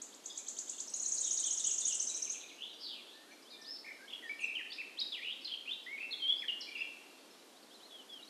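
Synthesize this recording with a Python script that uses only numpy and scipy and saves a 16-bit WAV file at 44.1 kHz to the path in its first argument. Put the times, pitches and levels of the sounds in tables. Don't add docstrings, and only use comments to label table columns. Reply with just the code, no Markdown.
import sys
import numpy as np
from scipy import signal
from scipy.fft import rfft, irfft, next_fast_len
from scipy.io import wavfile
from scipy.ndimage import uniform_filter1d

SR = 44100
rng = np.random.default_rng(int(sys.argv[2]) if len(sys.argv) > 2 else 0)


def boost_factor(decibels):
    exponent = np.asarray(decibels, float) / 20
    return 10 ** exponent


def put_to_file(sound):
    columns = np.atleast_2d(sound).T
    safe = np.clip(columns, -1, 1)
    whole_steps = np.round(safe * 32767)
    wavfile.write(sys.argv[1], SR, whole_steps.astype(np.int16))


N = 365588

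# (time after chip [s], length [s], first [Hz], middle [Hz], last [Hz], level [dB])
CHIP_STROKE = [(.0025, .013, 5400, 7500, 8900, 8.5)]
# (time after chip [s], length [s], first [Hz], middle [Hz], last [Hz],
# level [dB])
CHIP_CURL = [(-.018, .017, 3020, 3450, 4100, -1.5), (-.0015, .0055, 4050, 4700, 5800, 1)]
# (time [s], stroke level [dB], curl level [dB])
CHIP_TIMES = [(0.014, -47.5, -61), (0.141, -56.5, -55.5), (0.255, -44, -58), (.372, -44.5, -56.5),
              (0.48, -44, -53), (0.584, -39, -52.5), (0.691, -38.5, -53.5), (0.799, -40, -51)]
# (time [s], length [s], first [Hz], last [Hz], level [dB])
LINK_NOTES = [(.872, 0.017, 4500, 6870, -37.5), (.897, 0.012, 8370, 7700, -38.5)]
# (time [s], rise level [dB], fall level [dB], rise pitch share [1])
EFFORT = [(0.931, -32, -39, 1), (1.1, -28.5, -33, 1.0), (1.4, -29, -30.5, 0.99), (1.6, -28, -33.5, 0.98),
          (1.86, -27.5, -30, 1), (1.921, -29.5, -33.5, 0.93), (2.291, -31, -41, 0.95)]
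# (time [s], length [s], first [Hz], last [Hz], level [dB])
WARBLER_SLIDES = [(3.504, 0.06, 4100, 3530, -53.5), (3.505, 0.034, 4560, 4210, -57),
                  (3.615, 0.014, 6000, 4870, -52.5), (3.645, 0.026, 3190, 4830, -51),
                  (4.078, .023, 3000, 3600, -51.5), (4.125, 0.014, 2580, 3360, -43),
                  (4.225, 0.073, 1985, 1777, -48.5), (4.294, 0.029, 2285, 2313, -38.5),
                  (5.015, 0.013, 3940, 3805, -31), (5.163, 0.038, 2520, 1836, -49),
                  (4.587, .028, 2317, 1687, -46), (5.412, .0095, 4450, 5530, -57),
                  (5.864, 0.077, 1905, 2247, -45), (6.28, 0.049, 3223, 3414, -30.5),
                  (6.42, 0.026, 2520, 1713, -43.5), (6.608, 0.023, 5740, 4000, -41.5)]
# (time [s], length [s], first [Hz], last [Hz], level [dB])
WARBLER_FLICKS = [(4.1, 0.0092, 3600, 2600, -44), (4.15, 0.013, 3350, 2700, -45),
                  (4.553, 0.036, 3170, 2344, -35), (5.12, 0.038, 3700, 2540, -38.5),
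                  (4.652, 0.012, 1730, 2130, -49), (4.704, 0.02, 4450, 4900, -49),
                  (4.719, 0.017, 3270, 5520, -43), (4.972, 0.017, 3000, 4000, -49),
                  (4.988, 0.016, 3890, 5200, -38), (5.001, .013, 5200, 3100, -38),
                  (5.474, 0.0094, 3790, 2760, -40), (5.496, 0.015, 3494, 2670, -44),
                  (6.753, 0.019, 2837, 2250, -37), (6.777, 0.017, 2840, 2170, -40.5)]
# (time [s], length [s], top [Hz], last [Hz], level [dB])
WARBLER_ARCHES = [(3.671, .094, 5330, 5180, -47), (4.783, 0.037, 2630, 2010, -40.5),
                  (5.515, 0.03, 3260, 2710, -38.5), (5.979, 0.011, 2470, 2200, -40),
                  (6.004, 0.017, 2634, 2280, -41.5), (6.028, 0.017, 2720, 2440, -38.5),
                  (6.109, 0.03, 4330, 3460, -42.5), (6.807, 0.018, 2730, 2590, -34.5)]
# (time [s], length [s], first [Hz], bottom [Hz], level [dB])
WARBLER_SCOOPS = [(5.422, 0.02, 4680, 4460, -54), (5.447, 0.015, 5110, 4160, -38.5),
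                  (6.126, 0.02, 3840, 3425, -37.5), (6.223, 0.073, 3194, 3160, -34.5),
                  (6.195, 0.028, 3370, 3200, -48), (6.482, 0.026, 3290, 2844, -32.5)]
# (time [s], length [s], pitch [Hz], level [dB])
WARBLER_HELD = [(3.502, 0.03, 4910, -59), (3.523, 0.034, 2380, -60), (3.861, 0.043, 1803, -55.5),
                (4.131, 0.013, 3356, -39), (5.929, 0.048, 2203, -44), (6.67, 0.13, 2378, -45)]
# (time [s], length [s], first [Hz], last [Hz], level [dB])
BUZZ_GLIDES = [(4.392, 0.137, 2600, 2436, -39), (5.205, 0.037, 1946, 2490, -44),
               (5.245, 0.052, 2647, 2900, -39.5), (5.29, .045, 2900, 3600, -42.5)]
# (time [s], length [s], first [Hz], last [Hz], level [dB])
RASP_GLIDES = [(2.565, 0.1, 2350, 3650, -47), (2.66, 0.1, 3600, 3500, -56), (2.785, 0.03, 4600, 5400, -53),
               (2.8, 0.075, 5200, 3835, -45), (2.865, 0.091, 3900, 2640, -45.5),
               (2.945, .07, 2800, 2050, -53), (2.78, .07, 3000, 3300, -58), (3.06, .1, 3000, 4200, -59),
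               (3.74, .028, 5250, 3800, -45)]
# (time after its start [s], length [s], first [Hz], middle [Hz], last [Hz], level [dB])
PHRASE_NOTES = [(0, 0.024, 5050, 3915, 3490, 2), (.06, 0.0282, 2730, 3157, 3600, -3),
                (.086, .037, 3550, 3110, 2600, 0.5)]
# (time [s], level [dB], pitch share [1])
PHRASE_TIMES = [(1.16, -51, 1.125), (1.368, -47.5, 1.06), (1.585, -47.5, 1.0), (1.805, -46.5, 0.99)]
# (time [s], length [s], first [Hz], last [Hz], level [dB])
FAR_SINGLES = [(.938, 0.0058, 4500, 3780, -50), (1.039, 0.017, 4380, 3810, -54.5),
               (1.232, 0.0096, 3730, 3750, -47), (2.092, 0.01, 4000, 3900, -50),
               (2.403, 0.012, 3776, 4000, -53), (3.3, 0.038, 4170, 4230, -70),
               (3.31, 0.022, 2300, 2140, -60.5), (3.415, 0.016, 6200, 4500, -66),
               (6.76, 0.058, 3560, 3330, -61), (6.8, 0.043, 3600, 3260, -59.5)]
# (time [s], length [s], first [Hz], last [Hz], level [dB])
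FIELD_SLIDES = [(3.235, 0.11, 1200, 1770, -64), (3.1, 0.24, 1700, 1840, -66),
                (3.58, 0.15, 1793, 1780, -58.5), (3.988, 0.08, 1500, 1660, -56),
                (4.402, 0.031, 7200, 6150, -54), (4.427, 0.024, 6250, 5850, -53),
                (4.402, 0.042, 9900, 7700, -55), (4.445, .026, 7500, 7600, -60), (9, .02, 4570, 4100, -62),
                (6.36, 0.06, 4400, 5300, -55), (6.776, 0.04, 4800, 5100, -52),
                (7.626, 0.024, 4950, 3720, -61), (7.24, 0.029, 4520, 4460, -71),
                (7.743, 0.029, 4300, 3900, -57), (7.83, 0.038, 3800, 4270, -56),
                (8.226, 0.018, 3700, 4000, -51), (8.13, .015, 5200, 5300, -60),
                (8.243, 0.018, 3400, 6100, -59)]
# (time [s], length [s], first [Hz], last [Hz], level [dB])
FIELD_FLICKS = [(3.45, 0.052, 2980, 3850, -58), (7.405, 0.035, 3650, 4300, -68),
                (7.558, 0.036, 3600, 4400, -64), (7.707, 0.051, 3140, 4000, -61),
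                (7.802, 0.035, 2980, 4000, -62), (7.903, .13, 3465, 2800, -53),
                (8.088, 0.13, 3464, 2760, -51), (8.277, 0.012, 4100, 4760, -55)]
# (upper edge [Hz], t60 [s], level [dB])
TREE_BANDS = [(2250, 2.2, -3), (3000, 1.33, -1), (4500, 1.42, -1), (7000, 0.91, 1.5), (11200, 0.82, 1)]
# (frequency [Hz], relative density [dB per Hz])
AIR_SPECTRUM = [(18, -31), (30, -19), (49, -47), (107, -31.5), (216, -4), (288, 1.5), (538, -2.5),
                (2250, -13), (4090, -10), (4780, -12.5), (11900, -19.5), (13900, -27.5), (15000, -41)]

SETTLE, HASTEN, STRAIGHT = 0.68, 0.38, 0.48


def finch():
    rise_hz = (4300, 6430, 6880)
    fall_length_s, fall_hz, fall_lag_s = 0.02, (9600, 7750, 6200), 0.025
    rise_share = 0.31
    overtone_db = 7.5

    strokes = repeats(CHIP_STROKE, [(s, db, 1) for s, db, _ in CHIP_TIMES])
    curls = repeats(CHIP_CURL, [(s, db, 1) for s, _, db in CHIP_TIMES])
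    curls += repeats(CHIP_CURL[:1], [(s, db + overtone_db, 2) for s, _, db in CHIP_TIMES[2:]])

    syllables = trill(count=21)
    rises = [(s, rise_share * gap_s, *np.multiply(rise_hz, share), db)
             for s, gap_s, db, _, share in syllables]
    falls = [(s + fall_lag_s, fall_length_s, *fall_hz, db) for s, _, _, db, _ in syllables]

    stroke_sound = sing(strokes, crest=0.25, sharp=0.4, shake_db=2.0, shake_hz=30,
                        throat_hz=6750, slope_db=135)
    curl_sound = sing(curls, crest=0.6, sharp=0.3, shake_db=2.0, shake_hz=30, throat_hz=3600, slope_db=0)
    rise_sound = sing(glides(LINK_NOTES, STRAIGHT) + rises, crest=0.48, sharp=1.3, shake_db=1.2,
                      shake_hz=30, throat_hz=6600, slope_db=100)
    fall_sound = sing(falls, crest=0.76, sharp=0.51, shake_db=2.0, shake_hz=30, throat_hz=7170, slope_db=82)
    return stroke_sound + curl_sound + rise_sound + fall_sound


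def trill(count):
    start_s, first_gap_s, slowing_s = 0.933, 0.0595, 0.00088
    scatter_db, scatter_share = 0.7, 0.0102
    gap_s = first_gap_s + slowing_s * np.arange(count)
    s = start_s + np.append(0, np.cumsum(gap_s[:-1]))
    at_s, *effort = np.transpose(EFFORT)
    rise_db, fall_db, share = (np.interp(s, at_s, column) for column in effort)
    chance = rng.standard_normal((count, 3)).T
    rise_db = rise_db + scatter_db * chance[0]
    fall_db = fall_db + scatter_db * chance[1]
    share = share + scatter_share * chance[2]
    return list(zip(s, gap_s, rise_db, fall_db, share))


def sing(notes, crest, sharp, shake_db, shake_hz, throat_hz, slope_db,
         buzz_hz=0.0, buzz_depth=0.0, buzz_swing=0.0):
    out, pad = np.zeros(3 * N), N
    shake, waver = walk(150), walk(400)
    for s, length_s, first, middle, last, db in notes:
        u = np.linspace(0, 1, int(length_s * SR))
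        at = int(s * SR) + np.arange(len(u))
        hz = first * (1 - u) * (1 - 2 * u) + 4 * middle * u * (1 - u) + last * u * (2 * u - 1)
        pump = np.sin(2 * np.pi * (buzz_hz * length_s * u + 0.023 * shake[at % N]))
        hz = hz * (1 + buzz_swing * pump) + shake_hz * waver[at % N]
        colour_db = -slope_db * np.log2(hz / throat_hz) ** 2
        level_db = db + colour_db - colour_db.max() + shake_db * shake[at % N]
        swell = np.sin(np.pi / 2 * np.minimum(u / crest, (1 - u) / (1 - crest))) ** sharp
        envelope = swell * (1 + buzz_depth * pump) * boost_factor(level_db)
        out[pad + at] += envelope * np.sin(2 * np.pi * np.cumsum(hz) / SR)
    return out[pad:pad + N]


def walk(rate_hz):
    k = int(SR / rate_hz)
    held = np.repeat(rng.standard_normal(N // k + 1), k)
    return 1.417 * uniform_filter1d(uniform_filter1d(held, k), k)[:N]


def glides(rows, share):
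    return [(s, length_s, first, first + share * (last - first), last, db)
            for s, length_s, first, last, db in rows]


def repeats(shape, rows):
    return [(s + lag_s, length_s, *np.multiply(hz, share), db + part_db)
            for s, db, share in rows for lag_s, length_s, *hz, part_db in shape]


def warbler():
    arch_start, scoop_end = 0.9, 1.04
    arches = [(s, length_s, arch_start * top, top, last, db)
              for s, length_s, top, last, db in WARBLER_ARCHES]
    scoops = [(s, length_s, first, low, scoop_end * low, db)
              for s, length_s, first, low, db in WARBLER_SCOOPS]
    held = [(s, length_s, hz, hz, hz, db) for s, length_s, hz, db in WARBLER_HELD]
    ripple = run(start_s=3.845, gap_s=0.02, hz=2314, step_hz=-52, db=-46.5, fade_db=1,
                 length_s=0.018, first_share=0.91, last_share=1.08, count=4)
    ladder = run(start_s=5.658, gap_s=0.0172, hz=2480, step_hz=343, db=-35.5, fade_db=9.5,
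                 length_s=0.013, first_share=0.93, last_share=0.99, count=5)
    notes = glides(WARBLER_SLIDES, SETTLE) + glides(WARBLER_FLICKS, HASTEN)
    notes += arches + scoops + held + ripple + ladder
    return sing(notes, crest=0.21, sharp=0.19, shake_db=0.5, shake_hz=26.0, throat_hz=3100, slope_db=0.0)


def run(start_s, gap_s, hz, step_hz, db, fade_db, length_s, first_share, last_share, count):
    place = np.linspace(-1, 1, count) - 0.25
    return [(start_s + k * gap_s, length_s, *np.multiply(hz + k * step_hz, (first_share, 1, last_share)),
             db - fade_db * place[k] ** 2) for k in range(count)]


def buzzes():
    return sing(glides(BUZZ_GLIDES, STRAIGHT), crest=0.5, sharp=0.28, shake_db=3.0, shake_hz=40.7,
                throat_hz=3000, slope_db=26, buzz_hz=75.5, buzz_depth=0.17, buzz_swing=0.076)


def rasps():
    rises = [row for row in RASP_GLIDES if row[3] > row[2]]
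    falls = [row for row in RASP_GLIDES if row[3] <= row[2]]
    return sum(sing(glides(rows, STRAIGHT), crest=0.7, sharp=0.4, shake_db=3.0, shake_hz=120.0,
                    throat_hz=3700, slope_db=22.0, buzz_hz=141.6, buzz_depth=0.5, buzz_swing=swing)
               for rows, swing in ((rises, 0.04), (falls, 0.085)))


def far_birds():
    start_s, gap_s, length_s, fall_hz = 2.083, 0.08, 0.038, (4200, 2950, 2280)
    first_db, growth_db = -56, 1.44
    falls = [(start_s + k * gap_s, length_s, *fall_hz, first_db + k * growth_db) for k in range(6)]
    phrases = sing(repeats(PHRASE_NOTES, PHRASE_TIMES), crest=0.6, sharp=0.4, shake_db=2.5, shake_hz=40.0,
                   throat_hz=3200, slope_db=12)
    fall_sound = sing(falls, crest=0.5, sharp=0.2, shake_db=1.5, shake_hz=40.0, throat_hz=3100, slope_db=-30)
    singles = sing(glides(FAR_SINGLES, SETTLE), crest=0.15, sharp=0.11, shake_db=2.5, shake_hz=55.0,
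                   throat_hz=3100, slope_db=2)
    return phrases + fall_sound + singles


def open_birds():
    notes = glides(FIELD_SLIDES, SETTLE) + glides(FIELD_FLICKS, HASTEN)
    return sing(notes, crest=0.25, sharp=0.35, shake_db=2.5, shake_hz=26.6, throat_hz=4000, slope_db=4.0)


def chatter(count, db, low_hz, high_hz):
    when, length, pitch, bend, glide, size = rng.random((count, 6)).T
    hz = low_hz * (high_hz / low_hz) ** pitch
    middle_hz = hz * (0.9 + 0.28 * bend)
    last_hz = hz * (0.63 + 0.447 * glide)
    notes = np.transpose([when * (N / SR - 0.1), 0.0206 + 0.075 * length, hz, middle_hz, last_hz,
                          db - 6 * size])
    return sing(notes, crest=0.58, sharp=0.29, shake_db=7.5, shake_hz=30, throat_hz=3600, slope_db=-15)


def leaves(x, clear_db, spread_s, stir_hz, count=10):
    lags = (rng.random(count) * spread_s * SR).astype(int)
    detours = sum(np.roll(x, lag) * walk(stir_hz) for lag in lags)
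    return boost_factor(clear_db) * x + detours / np.sqrt(count)


def wood(x, build_s, near_db, near_s, stir_hz):
    twigs_db, twigs_t60_s = 10.5, 0.12
    t = np.arange(SR) / SR
    noise = rfft(rng.standard_normal((2, SR)))
    hz = np.arange(SR // 2 + 1)
    tail, low_hz = 0, 0
    for high_hz, t60_s, db in TREE_BANDS:
        band = irfft(noise * (hz >= low_hz) * (hz < high_hz))
        tail = tail + band * boost_factor(db - 60 * t / t60_s)
        low_hz = high_hz
    glade = boost_factor(near_db) / (1 + (t / near_s) ** 8)
    twigs = boost_factor(twigs_db - 60 * t / twigs_t60_s)
    tail = tail * (1 + glade + twigs) * (1 - np.exp(-t / build_s)) / np.sqrt(SR)
    blend = np.pi * walk(stir_hz)
    sent = x * np.array([np.cos(blend), np.sin(blend)])
    return signal.fftconvolve(sent, tail, axes=1)[:, :N].sum(axis=0)


def air():
    level_db, swell_db = -60, 0.5
    hz, db = np.transpose(AIR_SPECTRUM)
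    size = next_fast_len(N)
    bins_hz = np.maximum(np.arange(size // 2 + 1) * SR / size, 1)
    shape = boost_factor(np.interp(np.log(bins_hz), np.log(hz), db))
    rush = irfft(rfft(rng.standard_normal(size)) * shape, size)[:N]
    return rush / np.std(rush) * boost_factor(level_db + swell_db * walk(2.49))


def scene():
    high, clear, buzz, rasp, far, across = finch(), warbler(), buzzes(), rasps(), far_birds(), open_birds()
    crowd = chatter(count=500, db=-78.5, low_hz=2600, high_hz=5200)

    noise = signal.sosfilt(signal.butter(2, 3500, fs=SR, output="sos"), rng.standard_normal(N))
    finch_haze = boost_factor(-8.5) * noise * high
    scattered = (boost_factor(2.5) * (high + finch_haze) + boost_factor(4.5) * clear + boost_factor(3.5) * buzz + boost_factor(5.5) * rasp
                 + boost_factor(8.5) * far + boost_factor(-2) * across + boost_factor(8.0) * crowd)

    near = leaves(clear + buzz, clear_db=9.5, spread_s=0.008, stir_hz=29.8)
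    deep = leaves(rasp + crowd, clear_db=0.1, spread_s=0.009, stir_hz=50.0)
    middle = leaves(far, clear_db=6.0, spread_s=0.006, stir_hz=40.37)
    field = leaves(across, clear_db=14.0, spread_s=0.005, stir_hz=30.0)
    direct = high + boost_factor(-13.0) * field + boost_factor(-6.5) * middle + boost_factor(-9.0) * near + boost_factor(-2.5) * deep
    echoes = wood(scattered, build_s=0.005, near_db=-1.0, near_s=0.12, stir_hz=6.0)
    return (direct + echoes + air())[None]


def top_cut(x):
    return signal.sosfilt(signal.butter(12, 14500, fs=SR, output="sos"), x)


def record(dry):
    haze = signal.sosfilt(signal.butter(1, 3300, fs=SR, output="sos"), rng.standard_normal(N))
    hazy = dry * (1 + boost_factor(-34.0) * haze)
    squared = boost_factor(-39) * dry ** 2
    return top_cut(hazy + squared)


dry = scene()
out = record(dry)
put_to_file(out)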